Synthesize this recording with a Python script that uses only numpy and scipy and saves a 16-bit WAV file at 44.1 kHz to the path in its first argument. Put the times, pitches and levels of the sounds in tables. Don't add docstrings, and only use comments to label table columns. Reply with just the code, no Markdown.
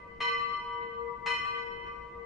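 import sys
import numpy as np
from scipy import signal
from scipy.fft import rfft, irfft, next_fast_len
from scipy.io import wavfile
from scipy.ndimage import uniform_filter1d

SR = 44100
rng = np.random.default_rng(int(sys.argv[2]) if len(sys.argv) > 2 else 0)


def inscribe(sig):
    pcm = np.round(np.clip(np.atleast_2d(sig).T, -1, 1) * 32767)
    wavfile.write(sys.argv[1], SR, pcm.astype(np.int16))


def rack_gain(trim_db):
    fader = np.asarray(trim_db, float)
    return 10 ** (fader / 20)


N = 99225
LEAD_S = 1
FINER = 4
SWING_S = 2.11
RISE_S = 0.0011


def evened(x):
    return x / np.sqrt(np.mean(x ** 2) + 1e-20)


def read(points, hz):
    point_hz, value = np.transpose(points)
    return np.interp(np.log(hz + 1), np.log(point_hz + 1), value)


def bell(t):
    blow_starts = [
        -1.9,
        -.85,
        .2036,
        1.2588,
    ]
    # level_db, brightness_db_per_octave, clang_db
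    blow_strengths = [
        (4.5, 1.5, 0),
        (-2.5, 3, 5),
        (0.5, -1.5, -2.5),
        (-2, 0, 1.5),
    ]
    # pitch_hz, level_db, t60_s, pair_split_hz, facing_extra_db
    rim_partials = [(467.24, -54.5, 10, 1.4, -3), (966.4, -44.5, 4, 2.19, -0.5),
                    (1168.3, -40.5, 3.6, 1.1, -4.5), (1517.6, -47, 1.6, 1.3, -0.5),
                    (2020, -36.5, 1.98, 2.127, -3.5), (3036.4, -43, 1.48, 2, -4),
                    (4169, -47, 1.01, 1.96, -4.5), (5406, -51, 1.04, 2.2, -3.5),
                    (6650, -60.5, 0.61, 2.4, -4), (7990, -76, 1.3, 4.6, 1), (9330, -72.5, 0.69, 2.3, -1),
                    (10800, -79.5, .5, 4, -2.5), (11750, -92.5, .4, 4, 0)]
    # pitch_hz, level_db, t60_s, pair_split_hz, facing_extra_db
    waist_partials = [(1223, -56.5, 0.48, 5, 9), (1831, -53.5, 0.51, 8.9, -2), (1935, -47.5, 0.25, 3.9, -2),
                      (2460, -43, 0.79, 2.3, -1), (2581, -53.5, 0.87, 4.5, 5.5),
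                      (2655, -52, 1.51, 8.8, -5.5), (2786, -61.5, 0.7, 1.6, -0.5), (3342, -67, 1.3, 4.3, 0),
                      (3890, -59, 0.78, 4.1, -7), (4670, -68, 0.81, 3.6, -8.5), (4985, -59, 0.57, 2.4, -5),
                      (6180, -66, 0.41, 4.3, -1), (8400, -84.5, 0.19, 3, 4), (9800, -82, 0.29, 3, -13)]
    step_samples = 16
    clang_level_db, pair_db = -39, -5
    damped_db, damped_hz = -6.5, 1500
    bloom_s, bloom_hz = 0.0084, 2950
    aimed_s, aimed_db = 1.07, 5

    out = np.zeros(len(t))
    for start_s, (_, _, clang_db) in zip(blow_starts[1:], blow_strengths[1:]):
        part = out[round((start_s + LEAD_S) * SR):][:SR // 4]
        part += rack_gain(clang_level_db + clang_db) * clank()[:len(part)]

    coarse = t[::step_samples]
    aimed = np.cos(2 * np.pi * (coarse - aimed_s) / SWING_S)
    partials = rim_partials + waist_partials
    phases = rng.uniform(0, 2 * np.pi, (len(partials), len(blow_strengths)))
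    for (hz, level_db, t60_s, split_hz, face_db), row in zip(partials, phases):
        ring = np.zeros(len(coarse), complex)
        rise_s = RISE_S + bloom_s / (1 + (bloom_hz / hz) ** 4)
        for start_s, (blow_db, tilt_db, _), phase in zip(blow_starts, blow_strengths, row):
            since_s = np.maximum(coarse - start_s, 0)
            rise = 1 - np.exp(-since_s / rise_s)
            decay_db = blow_db + tilt_db * np.log2(hz / 2000) - 60 * since_s / t60_s
            fresh = rack_gain(decay_db) * np.exp(1j * phase)
            pair = 1 + rack_gain(pair_db) * np.exp(2j * np.pi * split_hz * since_s)
            kept = rack_gain(damped_db * hz / (hz + damped_hz) * rise)
            ring = ring * kept + rise * fresh * pair
        ring *= rack_gain(level_db + (aimed_db + face_db) * aimed)
        out += (np.interp(t, coarse, ring) * np.exp(2j * np.pi * hz * t)).real
    return out


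def clank():
    # pitch_hz, density_db_per_hz
    clang_spectrum = [(300, -29), (800, -14.5), (1200, -10), (1950, -5), (2500, -7), (4200, -22.5),
                      (8000, -30.5), (11500, -60)]
    modes_count, t60_s = 180, 0.17
    since_s = np.arange(SR // 4) / SR
    place, size, phase, life = rng.random((modes_count, 4)).T
    hz = np.geomspace(400, 11500, modes_count) * (1 + 0.033 * (place - .5))
    spacing_db = 10 * np.log10(hz / 2000)
    gain = rack_gain(read(clang_spectrum, hz) + spacing_db + 11 * (size - .5))
    pole = 2j * np.pi * hz - np.log(1000) / (t60_s * (.6 + .8 * life))
    ringing = np.exp(np.outer(pole, since_s).astype(np.complex64))
    modes = (gain * np.exp(2j * np.pi * phase)) @ ringing
    return modes.real / np.sqrt(np.sum(gain ** 2) / 2) * (1 - np.exp(-since_s / RISE_S))


def away(t):
    nearest_s, linger = .62, 0.063
    turn = 2 * np.pi * (t - nearest_s) / SWING_S
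    return linger * np.cos(3 * turn) - np.cos(turn)


def leaving(fine, t, share, delay_s):
    swing_m, sound_m_per_s = 1.0387, 343
    late_s = delay_s + share * swing_m * away(t - delay_s) / sound_m_per_s
    return np.interp((t - late_s + LEAD_S) * SR * FINER, np.arange(len(fine)), fine)


def direct(fine, t):
    share, level_db, pan_db, lag_ms = .3, 0.39, 0.66, 0.008
    ears = []
    for side in (.5, -.5):
        path = leaving(fine, t[-N:], share, side * lag_ms / 1000)
        ears.append(rack_gain(level_db + side * pan_db) * path)
    return np.array(ears)


def wall(delay_s):
    smear, dull_hz_s = .06, 900
    taps = np.zeros((2, SR // 10))
    at = (rng.random((2, 5)) * (smear * delay_s + .0004) * SR).astype(int)
    signs = rng.choice([-1., 1.], (2, 5))
    np.put_along_axis(taps, np.clip(at, 0, SR // 20), signs / np.sqrt(5), 1)
    r = np.exp(-2 * np.pi * dull_hz_s / delay_s / SR)
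    return signal.lfilter([1 - r], [1, -r], taps)


def wall_echoes(fine, t):
    # swing_share, delay_s, level_db, left_right_db
    wall_paths = [
        (0.22, .004, -3, -9),
        (0.899, .012, -5.5, 1),
        (-0.788, .009, -4.5, 2.5),
        (0.228, .04, -6, -6),
        (-0.132, .075, -2.5, -1.5),
        (-0.387, .185, -6.5, 4.5),
        (0.586, .3, -10.5, -2),
        (-.8, 0.58, -12.5, 2),
    ]
    heard = np.zeros((2, N))
    margin = SR // 10
    for share, delay_s, level_db, pan_db in wall_paths:
        path = leaving(fine, t[-N - margin:], share, delay_s)
        echo = signal.oaconvolve(path[None], wall(delay_s), axes=1)
        heard += rack_gain(level_db + np.array([[.5], [-.5]]) * pan_db) * echo[:, margin:margin + N]
    return heard


def town():
    # pitch_hz, t60_s
    town_decay = [(400, 2.26), (1500, 2.61), (4000, 1.2), (10000, 0.91)]
    taps = np.zeros((2, SR))
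    at = np.arange(400, SR - 40, 40) + rng.integers(0, 40, (2, (SR - 401) // 40))
    np.put_along_axis(taps, at, rng.choice([-1., 1.], at.shape), 1)
    hz, time_s, z = signal.stft(taps, SR, nperseg=256)
    fade = rack_gain(-60 * time_s / read(town_decay, hz)[:, None])
    tail = signal.istft(z * fade, SR, nperseg=256)[1]
    return tail / np.linalg.norm(tail[0])


def town_echoes(fine, t):
    level_db, shares = -3.5, (-0.889, -0.353, 0.269, 0.816)
    heard = np.zeros((2, N))
    for share in shares:
        wet = signal.fftconvolve(leaving(fine, t, share, 0)[None], town(), axes=1)
        heard += rack_gain(level_db) / np.sqrt(len(shares)) * wet[:, len(t) - N:len(t)]
    return heard


def ports(heard):
    # pitch_hz, left_right_db
    port_shading = [(250, -10.5), (467, 14), (970, 4), (1200, 3.5), (2000, 4.5), (3500, -9), (6000, 3),
                    (10000, 1)]
    size = next_fast_len(N + 4096)
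    difference_db = read(port_shading, np.fft.rfftfreq(size, 1 / SR))
    shade = rack_gain(np.outer([.5, -.5], difference_db))
    return irfft(rfft(heard, size) * shade, size)[:, :N]


def night():
    # pitch_hz, density_db_per_hz
    night_spectrum = [(20, 0.5), (200, -0.5), (270, -8), (390, -3.5), (900, -15.5), (2200, -27),
                      (6000, -39.5), (14900, -57)]
    # pitch_hz, likeness
    ear_likeness = [(30, .85), (300, 0.75), (1000, 0.53), (4000, .3), (12000, .1)]
    level_db, patchy_db = -55, 2
    frame_count, hz = N // 512 + 5, np.fft.rfftfreq(2048, 1 / SR)
    a, b, c, d, patches = rng.standard_normal((frame_count, 1025, 5)).T
    patches = evened(uniform_filter1d(uniform_filter1d(patches, 10, 0), 8, 1))
    same = np.clip(read(ear_likeness, hz), -1, 1)[:, None]
    left = a + 1j * b
    right = same * left + np.sqrt(1 - same ** 2) * (c + 1j * d)
    z = np.array([left, right])
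    z *= rack_gain(read(night_spectrum, hz)[:, None] + patchy_db * patches)
    return rack_gain(level_db) * evened(signal.istft(z, nperseg=2048, noverlap=1536)[1][:, :N])


def engine():
    # time_s, level_db
    engine_level = [(0.0, -74.5), (0.31, -72), (0.36, -74), (1.05, -56), (1.17, -76), (1.21, -69),
                    (1.47, -81), (1.5, -71), (1.81, -64), (1.87, -56), (2.14, -57), (2.25, -64)]
    pitch_hz, width_hz = 59, 3.8
    hz = np.fft.rfftfreq(N, 1 / SR)
    resonance = 1 / (1 + ((hz - pitch_hz) / width_hz) ** 2) ** 2
    drone = evened(irfft(rfft(rng.standard_normal(N)) * resonance, N))
    time_s, level_db = np.transpose(engine_level)
    return drone * rack_gain(np.interp(np.arange(N) / SR, time_s, level_db))


def scene():
    t = np.arange(-LEAD_S * SR, N) / SR
    fine = signal.resample_poly(bell(t), FINER, 1)
    heard = direct(fine, t) + wall_echoes(fine, t) + town_echoes(fine, t)
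    return ports(heard) + night() + engine()


def roll_off(x):
    return signal.sosfilt(signal.butter(12, 15040, fs=SR, output="sos"), x)


def record(dry):
    return roll_off(dry)


dry = scene()
out = record(dry)
inscribe(out)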